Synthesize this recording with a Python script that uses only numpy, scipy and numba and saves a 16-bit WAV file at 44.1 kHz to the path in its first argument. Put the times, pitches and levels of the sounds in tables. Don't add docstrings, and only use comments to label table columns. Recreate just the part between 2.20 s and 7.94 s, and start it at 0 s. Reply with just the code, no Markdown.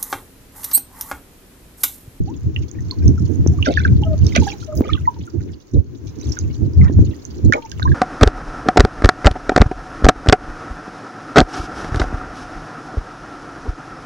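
import sys
import numpy as np
from scipy import signal
from scipy.fft import rfft, irfft, next_fast_len
from scipy.io import wavfile
from scipy.ndimage import uniform_filter1d, minimum_filter1d
from numba import njit

SR = 44100
rng = np.random.default_rng(int(sys.argv[2]) if len(sys.argv) > 2 else 0)


def int16_out(signal):
    q = np.round(np.clip(np.atleast_2d(signal).T, -1, 1) * 32767)
    wavfile.write(sys.argv[1], SR, q.astype(np.int16))


def decibels_to_gain(level_db):
    exponent = np.asarray(level_db, float) / 20
    return 10 ** exponent


N = 253354
T = np.arange(N) / SR
SPACING_S = 20 / SR


def colour(x, points, mirror="even"):
    hz, db = np.transpose(points)
    size = next_fast_len(N + 4096)
    f = np.arange(size // 2 + 1) * SR / size + 1
    padded = np.pad(x, [(0, 0), (2048, size - N - 2048)], "reflect", reflect_type=mirror)
    response = decibels_to_gain(np.interp(np.log(f), np.log(hz), db))
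    return irfft(rfft(padded) * response, size)[:, 2048:N + 2048]


def unit(x):
    return x / np.sqrt(np.mean(x ** 2))


def walk(rate):
    k = int(SR / rate)
    held = np.repeat(rng.standard_normal((2, N // k + 1)), k, axis=1)
    smooth = uniform_filter1d(uniform_filter1d(held, k), k)
    return 1.3 * smooth[:, :N]


def add(out, s, sound):
    i = max(int(s * SR), 0)
    out[:, i:i + sound.shape[1]] += sound[:, :N - i]


@njit
def ring(s, size, hz, tau, place, glide, shade, blunt):
    out = np.zeros((2, N))
    for e in range(len(s)):
        for c in range(2):
            far = place[e] * (1 - 2 * c)
            start = s[e] + .5 * far * SPACING_S
            gain = size[e] * np.exp(-shade * far * hz[e] / 6000)
            first = int(start * SR) + 1
            for i in range(max(first, 0), min(first + int(9 * tau[e] * SR), N)):
                t = i / SR - start
                age = t / tau[e]
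                swell = (age * np.exp(1 - age)) ** blunt
                out[c, i] += gain * swell * np.sin(2 * np.pi * hz[e] * t * (1 + glide[e] * age))
    return out


def froth(s, db, hz, chance, cycles=10.0):
    size = decibels_to_gain(db - 2.28 * np.log(1 - chance[0]))
    tau = np.minimum((.6 + cycles * chance[1] ** 3) / hz, .005)
    place = 1.15 - 0.56 * chance[2] ** 2
    return ring(s, size, hz, tau, place, 0.0051 + 0 * s, 0.58, 1.)


def wind():
    # time in seconds, level in dB.
    breeze_levels = [(0, -19), (.5, -36.5), (.75, -16.5), (1.45, -23.5), (1.7, -15), (2.0, -24.5),
                     (2.2, -12.5), (2.4, -35.5), (2.65, -22), (2.96, -38.5), (3.35, -23.5), (3.46, -78),
                     (3.6, -33.5), (4.32, -28.5), (4.6, -16), (4.9, -19.5), (5.03, -44.5), (5.2, -16.5),
                     (5.47, -43.5), (5.74, -14)]
    # time of the peak in seconds, left level in dB, right level in dB.
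    buffet_rows = [(0.106, -9.5, -14), (0.274, -18, -16), (0.874, -6.5, -0.5), (1.12, -18.5, -6),
                   (1.286, -2, -5.5), (1.82, -15.5, -14), (2.066, -15.5, -6), (2.132, -5.5, -10.5),
                   (2.592, -11, -7), (2.734, -30, -16.5), (3.171, -25.5, -19), (3.576, -13, -7.5),
                   (3.99, -23, -17), (4.086, -10.5, -14), (4.446, -21, -8), (4.812, -6.5, -44),
                   (4.895, -12, -8), (5.267, -4, -3.5), (5.712, -12, -10)]
    # frequency in Hz, response in dB.
    rumble_tone = [(25, -16), (50, -14), (78, 10), (120, 1.5), (200, -10.5), (1000, -69)]
    # frequency in Hz, response in dB.
    flutter_tone = [(120, -27), (220, 1), (310, 8), (450, -9.5), (2000, -72)]
    buffet_s = 0.024

    power = decibels_to_gain(2 * np.interp(T, *np.transpose(breeze_levels)))
    for s, *db in buffet_rows:
        bump = np.exp(-((T - s) / buffet_s) ** 2)
        power = power + decibels_to_gain(2 * np.array(db))[:, None] * bump

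    eddies = walk(21)
    eddies = eddies + .5 * eddies[::-1]

    rumble = colour(rng.standard_normal((2, N)), rumble_tone)
    evened = rumble / uniform_filter1d(rumble ** 2, size=1600) ** .4
    rumble = unit(evened * decibels_to_gain(5.5 * eddies))

    noise = rng.standard_normal((2, N)) + 0.67 * rng.standard_normal(N)
    flutter = unit(colour(noise * decibels_to_gain(2 * eddies + 5 * walk(45)), flutter_tone))
    return np.sqrt(power) * rumble + decibels_to_gain(-19.5) * power ** 0.38 * flutter


def fizz():
    # time in seconds, level in dB.
    surge_levels = [(0, -57), (1.47, -51), (1.8, -53.5), (2.27, -43.5), (2.4, -52.5), (3.1, -56.5),
                    (3.64, -64), (4.1, -49.5), (4.4, -55.5), (5.74, -51.5)]
    # frequency in Hz, response in dB.
    sea_tone = [(400, -1.5), (600, -16.5), (1000, -18.5), (3400, -29)]
    patches, patch_bubbles, patch_s = 260, 14, 0.013

    when, pitch, strength = np.repeat(rng.random((patches, 3)), patch_bubbles, axis=0).T
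    chance = rng.random((len(when), 5)).T
    hz = 1500 * 6 ** pitch ** 0.4 * (.7 + 0.617 * chance[3])
    surge_db = np.interp(T, *np.transpose(surge_levels))
    db = surge_db[(when * N).astype(int)] - 7.5 - 2.07 * np.log(1 - strength)
    start = when * N / SR + patch_s * chance[4] ** 2
    crackle = froth(start, db, hz, chance)

    hiss_db = 1.0 * walk(24) + 0.85 * (surge_db - surge_db.mean())
    hiss = colour(rng.standard_normal((2, N)), sea_tone) * decibels_to_gain(hiss_db)
    return crackle + hiss * decibels_to_gain(-29.0)


def varied_bubbles():
    # start in seconds, peak level in dB, starting pitch in Hz, swell time in ms, climb (0 is none).
    varied_rows = [(.072, -38, 700, 14, 0.07), (1.468, -21.5, 619, 10.5, 0), (2.163, -14.5, 541, 3.1, 0.05),
                   (2.874, -9, 937, 5.4, 0.01), (4.586, -42.5, 560, 7.6, 0.18),
                   (5.3239, -6, 1580, 1.15, 0.04), (5.653, -16.5, 950, 6, 0.03)]
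    s, db, hz, ms, climb = np.transpose(varied_rows)
    place = np.where(hz > 850, 1.15, 0.4)
    return ring(s, decibels_to_gain(db), hz, ms / 1000, place, climb, 0.84, 1.66)


def bubbles():
    # start in seconds, peak level in dB, pitch in Hz.
    bubble_rows = [(0.362, -20.5, 2910), (0.362, -38.5, 2030), (0.514, -36, 6840), (0.586, -43.5, 1900),
                   (0.711, -21, 4420), (0.72, -40, 1050), (0.88, -23, 5940), (0.977, -40.5, 1400),
                   (1.274, -26.5, 6070), (1.332, -44, 745), (1.386, -37, 1184), (1.426, -15.5, 2946),
                   (1.46, -19, 1610), (1.47, -22.5, 1460), (1.573, -11, 1752), (1.601, -24.5, 1547),
                   (1.65, -12.5, 1620), (1.824, -32, 862), (1.835, -26.5, 3080), (2.067, -24, 5680),
                   (2.123, -34, 2170), (2.221, -28.5, 900), (2.267, -23.5, 824), (2.276, -28.5, 1700),
                   (2.32, -30.5, 2490), (2.33, -39, 860), (2.426, -39.5, 1402), (2.522, -39.5, 1276),
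                   (2.64, -40.5, 2250), (2.651, -38.5, 1260), (2.692, -24.5, 1274), (2.701, -34, 2290),
                   (2.733, -17, 3510), (2.747, -35, 1240), (2.753, -31.5, 2880), (2.775, -36.5, 1540),
                   (2.854, -39, 2030), (2.963, -45, 940), (3.075, -37.5, 1420), (4.169, -30.5, 1540),
                   (4.189, -24, 6350), (4.613, -24, 2160), (5.052, -31, 6370), (5.326, -13.5, 1536),
                   (5.3354, -13, 2310), (5.356, -38, 2020), (5.519, -38, 1660), (5.621, -24, 1570),
                   (5.628, -21, 3980), (5.675, -28, 1705), (5.717, -26, 1705)]
    s, db, hz = np.transpose(bubble_rows)
    chance = rng.random((len(s), 2)).T
    tau = 0.0049 * (1000 / hz) ** 1.2
    place = np.where(hz > 1400, 1.023, -0.039)
    glide = -0.008 + 0 * s
    first = ring(s, decibels_to_gain(db), hz, tau, place, glide, 0.58, 1.16)

    later_s = s + tau * (1.4 + 1.8 * chance[0])
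    later_hz = hz * (.88 + 0.16 * chance[1])
    later = ring(later_s, decibels_to_gain(db - 9.5), later_hz, tau, place, glide, 1.0, 1.8)
    return first + later


def puffs():
    # start in seconds, peak level in dB.
    puff_rows = [(1.263, -10.5), (2.608, -6.5), (4.698, -17), (4.791, -11.5)]
    s, db = np.transpose(puff_rows)
    one = np.ones(len(s))
    return ring(s, decibels_to_gain(db), 330 * one, 0.0013 * one, 0 * one, -.03 * one, 0., 0.42)


def slaps():
    # start in seconds, rough length in ms, level in dB, typical bubble pitch in Hz.
    slap_rows = [(1.445, 39, -21.5, 3555), (1.468, 36.3, -11.5, 343.6), (1.5, 150, -24, 3800),
                 (2.06, 82, -33, 4420), (2.148, 25, -14, 2557), (2.1615, 2.4, -9, 4530),
                 (2.178, 38.6, -13.5, 281), (2.21, 98, -23.5, 4940), (2.398, 32, -35.5, 5380),
                 (2.55, 51, -25.5, 10520), (2.56, 99, -22, 388.5), (2.63, 150, -31.5, 2640),
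                 (3.53, 45, -16, 235.7), (3.865, 38, -40.5, 5170), (4.0, 217, -32, 4950),
                 (4.615, 70, -30, 1188), (5.324, 1.68, -18.5, 4720), (5.3345, 2.3, -18.5, 3530),
                 (5.334, 40.6, -16.5, 563), (5.516, 2.8, -24.5, 5300), (5.596, 1.63, -28, 1360)]
    crowd = 110
    s, ms, db, hz = np.repeat(slap_rows, crowd, axis=0).T
    chance = rng.random((len(s), 7)).T
    size_spread = 2 ** (1.313 * (chance[3] + chance[4] - 1))
    bubble_hz = np.minimum(hz * size_spread, .36 * SR)
    age = 0.35 * chance[5] + chance[6] ** 2
    bubble_db = db - 10 * np.log10(crowd)
    return froth(s + ms / 1000 * age, bubble_db, bubble_hz, chance, np.minimum(ms / 3, 11))


def hoots():
    # start in seconds, length in seconds, level in dB, pitch in Hz.
    hoot_rows = [(1.848, 0.1, -28, 622.6), (2.472, 0.082, -31.5, 622), (5.411, 0.053, -40, 893)]
    out = np.zeros((2, N))
    t = np.arange(8192) / SR
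    for s, length, db, hz in hoot_rows:
        waver, patchy = walk(43)[:, :len(t)]
        stop = np.exp(-np.maximum(t - length, 0) / 0.003)
        swell = np.clip(0.38 + 0.5 * t / length, 0, 1) * stop
        delay = np.array([[0], [SPACING_S / 3]])
        phase = 2 * np.pi * hz * (np.cumsum(1 + 0.022 * waver) / SR - delay)
        note = np.sin(phase) + decibels_to_gain(-26.5 + 12 * patchy) * np.sin(2 * phase)
        side_gain = decibels_to_gain(db + np.array([[2], [-2]]))
        add(out, s, note * swell * np.minimum(t / .015, 1) * side_gain)
    return out * decibels_to_gain(4.0 * walk(90)[0])


def hull(x, t60=0.11, wet_db=-38):
    t = np.arange(6000) / SR
    decay = np.exp(-np.log(1000) * t / t60)
    tail = rng.standard_normal((2, len(t))) * decay * np.minimum(t / 0.0019, 1)
    return x + decibels_to_gain(wet_db) * signal.fftconvolve(x, tail, axes=1)[:, :N]


def scene():
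    water = fizz() + varied_bubbles() + bubbles() + slaps() + hoots()
    return hull(water) + wind() + puffs()


def band_limit(x):
    return signal.sosfilt(signal.butter(12, 16480, fs=SR, output="sos"), x)


def record(dry):
    # frequency in Hz, response in dB.
    microphone_tone = [(5000, 5), (6400, 9.5), (6900, 6), (7500, -11.5), (13600, -8), (15100, 3.5),
                       (16200, -1.5), (16800, -58.5)]
    x = colour(dry, microphone_tone, "odd") * signal.windows.tukey(N, .003)
    limit = 1.03
    gain = minimum_filter1d(limit / np.maximum(np.abs(x), limit), size=300)
    smooth_gain = uniform_filter1d(gain, size=300)
    mix = np.clip(x * smooth_gain, -1, 1)
    return band_limit(mix)


dry = scene()
out = record(dry)
int16_out(out)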